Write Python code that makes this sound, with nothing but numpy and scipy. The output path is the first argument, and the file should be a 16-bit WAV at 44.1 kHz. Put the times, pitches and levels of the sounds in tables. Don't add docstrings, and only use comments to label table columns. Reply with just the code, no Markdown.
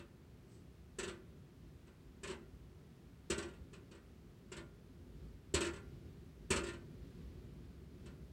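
import sys
import numpy as np
from scipy import signal
from scipy.fft import rfft, irfft, next_fast_len
from scipy.io import wavfile
from scipy.ndimage import map_coordinates

SR = 44100
rng = np.random.default_rng(int(sys.argv[2]) if len(sys.argv) > 2 else 0)


def int16_out(signal):
    q = np.round(np.clip(np.atleast_2d(signal).T, -1, 1) * 32767)
    wavfile.write(sys.argv[1], SR, q.astype(np.int16))


N = 366912
CONTACT_SAMPLES = int(.55 * SR)

# f/Hz, level/dB
HISS_SPECTRUM = [(350, -6.5), (600, 0), (850, -4.5), (1200, -5), (3000, -11), (8200, -19.5), (13000, -23),
                 (16000, -21)]
# t/s, level/dB
GUSTS = [(0.1, -3), (0.65, -1.5), (1.4, -2), (1.7, -1.5), (2.9, -1), (3.2, -2), (3.65, 0), (4.1, -1),
         (4.9, -2), (5.24, 2.5), (5.42, -1.5), (5.95, 4), (6.35, 1.5), (6.9, 4), (7.349, 4), (7.85, 0.5),
         (8.02, 4), (8.299, 1)]
# f/Hz, level/dB
RUMBLE_SPECTRUM = [(20, -33), (30, -26.5), (40, -12), (50, -1), (66, -0.5), (85, -4.5), (120, -35.5),
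                   (300, -58)]
# f/Hz, level/dB
DRAUGHT_SPECTRUM = [(50, -16.5), (85, -1), (135, -1), (160, 0), (200, -5.5), (275, -5.5), (305, -17.5),
                    (335, -6.5), (390, -9.5), (450, -15.5), (600, -26), (900, -39.5), (3000, -57.5)]
# f/Hz, level/dB
RUSH_SPECTRUM = [(500, -8), (1200, 1.5), (2800, -0.5), (4500, -1.5), (8000, -15.5), (15000, -25.5)]
# f/Hz, T60/s
KITCHEN_DECAY = [(200, 0.45), (1500, 0.41), (4000, 0.32), (8000, 0.28), (14000, 0.52)]
# f/Hz, level/dB
DUCT_SPECTRUM = [(25, -51), (48, -16.5), (72, 8.5), (110, -22.5), (170, -8), (240, -7), (312, -13.5),
                 (335, 4), (405, -14), (470, -11.5), (800, -38), (3000, -61.5)]
# f/Hz, T60/s
DUCT_DECAY = [(60, 0.18), (160, 0.58), (370, 0.27), (800, 0.4)]
# f/Hz, level/dB, time to peak/s
FLAP_MODES = [(191, -1.5, 0.0052), (380.7, 4.5, 0.0046)]
# f/Hz, level/dB
HOOD_MODES = [(180, -8), (235, -8), (345, 4), (373, 1), (403, -1), (563, -4), (588, -9), (610, -8),
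              (948, -6), (1048, -4), (1399, -3), (1534, -5), (1720, -10), (1799, -8), (1914, -5),
              (1998, -8), (2195, -9), (2452, -2), (2650, 3), (2870, -1), (3000, -1), (3125, -1), (3430, -7),
              (4211, -2), (4270, -2), (4445, -4), (4575, -5), (7020, -4), (7914, -2), (8255, -5)]
# f/Hz, T60/s
HOOD_DECAY = [(180, 0.18), (400, 0.47), (1050, 0.26), (1400, 0.42), (2000, 0.32), (3000, 0.11),
              (8000, 0.16)]
# f/Hz, level/dB
SHEET_SPECTRUM = [(330, -32), (450, -4.5), (600, -5.5), (780, -10), (980, -1), (1850, 0.5), (2150, -2),
                  (2950, 2.5), (3850, -0.5), (4300, -2.5), (5000, -4.5), (6700, -4.5), (8100, 1.5),
                  (9900, -17), (15500, -36.5)]
# f/Hz, T60/s
SHEET_DECAY = [(400, 0.47), (1500, 0.24), (3000, 0.16), (8000, 0.12), (14000, 0.1)]
# t/s, strength/dB, bounce count, first flight/s, loss per bounce/dB
FLAP_FALLS = [(-0.025, -46, 0, 0.0074, 0), (0.985, -32, 1, 0.044, 4), (1.076, -39, 1, 0.059, 18),
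              (1.869, -60, 0, 0, 0), (2.232, -37, 3, 0.04, 2), (3.2996, -26.5, 2, 0.0785, 7.5),
              (3.482, -53, 1, 0.051, 5.5), (3.73, -48.5, 0, 0, -2), (3.9114, -52.5, 1, 0.036, 4),
              (4.5166, -41, 1, 0.048, 0), (5.539, -22.5, 3, 0.066, 5.5), (5.732, -47, 1, 0.027, 2.5),
              (6.503, -21, 1, 0.055, 7.5), (6.634, -39, 2, 0.031, 1), (6.732, -50, 0, 0, 0),
              (8.057, -51, 0, 0, -5)]


def amp(db):
    return 10 ** (np.asarray(db) / 20)


def unit_rms(x):
    return x / np.sqrt(np.mean(x ** 2) + 1e-20)


def along(points, hz):
    knots_hz, values = np.transpose(points)
    return np.interp(np.log(hz + 1), np.log(knots_hz + 1), values)


def filtered(x, response):
    size = next_fast_len(len(x) + 8192)
    return irfft(rfft(x, size) * response(np.fft.rfftfreq(size, 1 / SR)), size)[:len(x)]


def noise(spectrum, size):
    return unit_rms(filtered(rng.standard_normal(size), lambda hz: amp(along(spectrum, hz))))


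def wobble(rate_hz):
    knots = rng.standard_normal(int(N * rate_hz / SR) + 4)
    return map_coordinates(knots, [np.arange(N) * rate_hz / SR])


def decayed(x, decay):
    hz, t, bins = signal.stft(x, SR, nperseg=256)
    fade = amp(-60 * t / along(decay, hz)[:, None])
    return signal.istft(bins * fade, SR, nperseg=256)[1][:len(x)]


def add(track, at_s, sound):
    start = round(at_s * SR)
    sound = sound[max(-start, 0):]
    part = track[max(start, 0):][:len(sound)]
    part += sound[:len(part)]


def room_hiss(level_db):
    return amp(level_db) * noise(HISS_SPECTRUM, N)


def swish(at_s, width_s, peak_db):
    spectrum = [(1000, -16), (5000, -1), (7000, -2), (8200, 7), (9500, -14), (15000, -30)]
    swell = np.exp(-((np.arange(N) / SR - at_s) / width_s) ** 2)
    return amp(peak_db) * swell * noise(spectrum, N)


def wind():
    gust_db = np.interp(np.arange(N) / SR, *np.transpose(GUSTS))

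    def layer(spectrum, usual_db, gust_slope, flutter_db, flutter_hz):
        level_db = usual_db + gust_slope * gust_db + flutter_db * wobble(flutter_hz)
        return amp(level_db) * noise(spectrum, N)

    rumble = layer(RUMBLE_SPECTRUM, usual_db=-61, gust_slope=1.1, flutter_db=1.7, flutter_hz=5.8)
    draught = layer(DRAUGHT_SPECTRUM, usual_db=-58.5, gust_slope=0.94, flutter_db=0.8, flutter_hz=4)
    rush = layer(RUSH_SPECTRUM, usual_db=-81.5, gust_slope=1.36, flutter_db=0.8, flutter_hz=11)
    return rumble + draught + rush


def kitchen(x, t, wet_db):
    tail = decayed(rng.standard_normal(len(t)), KITCHEN_DECAY) * (1 - np.exp(-t / 0.0031))
    return x + amp(wet_db) * signal.fftconvolve(x, tail / np.linalg.norm(tail))[:len(t)]


def thump(t):
    hz, level_db, peak_s = np.transpose(FLAP_MODES)[:, :, None]
    envelope = amp(level_db) * t / peak_s * np.exp(1 - t / peak_s)
    modes = -envelope * np.sin(2 * np.pi * hz * t)
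    boom = decayed(noise(DUCT_SPECTRUM, len(t)), DUCT_DECAY) * (1 - np.exp(-t / 0.0018))
    return modes.sum(0) + boom


def hood_ring(t, scatter_db, waver):
    hz, level_db = np.transpose(HOOD_MODES)[:, :, None]
    strength = amp(level_db + scatter_db * rng.standard_normal(hz.shape))
    drift_rad = waver * np.sqrt(hz / SR) * np.cumsum(rng.standard_normal((len(hz), len(t))), axis=1)
    phase_rad = 2 * np.pi * (hz * t + rng.random(hz.shape)) + drift_rad
    fade = amp(-60 * t / along(HOOD_DECAY, hz))
    return (strength * fade * np.sin(phase_rad)).sum(0)


def strike_colour(hz, step_hz, depth_db):
    knots_hz = np.arange(0, SR / 2, step_hz)
    gains = unit_rms(amp(depth_db * rng.standard_normal(1024)))
    return np.interp(hz, knots_hz, gains[:len(knots_hz)])


def clatter(t, panels, tilt_db, body_rise_s, treble_rise_s):
    shared_power = 0.54
    dense = np.sqrt(shared_power) * panels + np.sqrt(1 - shared_power) * noise(SHEET_SPECTRUM, len(t))
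    dense = filtered(dense, lambda hz: strike_colour(hz, step_hz=70, depth_db=3.5))
    metal = decayed(dense, SHEET_DECAY) + amp(-13.5) * hood_ring(t, scatter_db=2.5, waver=0.092)
    metal = filtered(metal, lambda hz: amp(tilt_db * along([(1500, -.5), (7000, .5)], hz)))
    treble = filtered(metal, lambda hz: along([(4000, 0), (7000, 1)], hz))
    body = metal - treble
    return treble * (1 - np.exp(-t / treble_rise_s)) + body * (1 - np.exp(-t / body_rise_s))


def contacts(flight_ratio):
    for at_s, strength_db, bounces, flight_s, loss_db in FLAP_FALLS:
        for k in range(round(bounces) + 1):
            yield at_s, strength_db - loss_db * k, k > 0
            at_s += flight_s * flight_ratio ** k


def flap():
    firm_db, rise_doubling_db = -29.5, 37
    track, t = np.zeros(N), np.arange(CONTACT_SAMPLES) / SR
    panels = noise(SHEET_SPECTRUM, len(t))
    for at_s, strength_db, rebound in contacts(flight_ratio=0.57):
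        over_firm_db = strength_db - firm_db
        rise_scale = 2 ** (over_firm_db / rise_doubling_db)
        metal = clatter(t, panels, tilt_db=0.2949 * over_firm_db,
                        body_rise_s=0.012 * rise_scale, treble_rise_s=0.0045 * rise_scale)
        thump_db = -6.5 - 0.1678 * over_firm_db + 0.5 * rebound
        impact = metal + amp(thump_db) * thump(t)
        add(track, at_s, amp(strength_db - 5.5) * kitchen(impact, t, wet_db=-15))
    return track


def scene():
    mix = flap() + wind() + swish(at_s=0.548, width_s=0.057, peak_db=-75) + room_hiss(level_db=-73)
    return mix[None]


def record(dry):
    low_hz, top_hz = 36, 15900
    highpass = signal.butter(4, low_hz, "highpass", fs=SR, output="sos")
    return np.array([filtered(channel, lambda hz: hz < top_hz)
                     for channel in signal.sosfilt(highpass, dry)])


dry = scene()
out = record(dry)
int16_out(out)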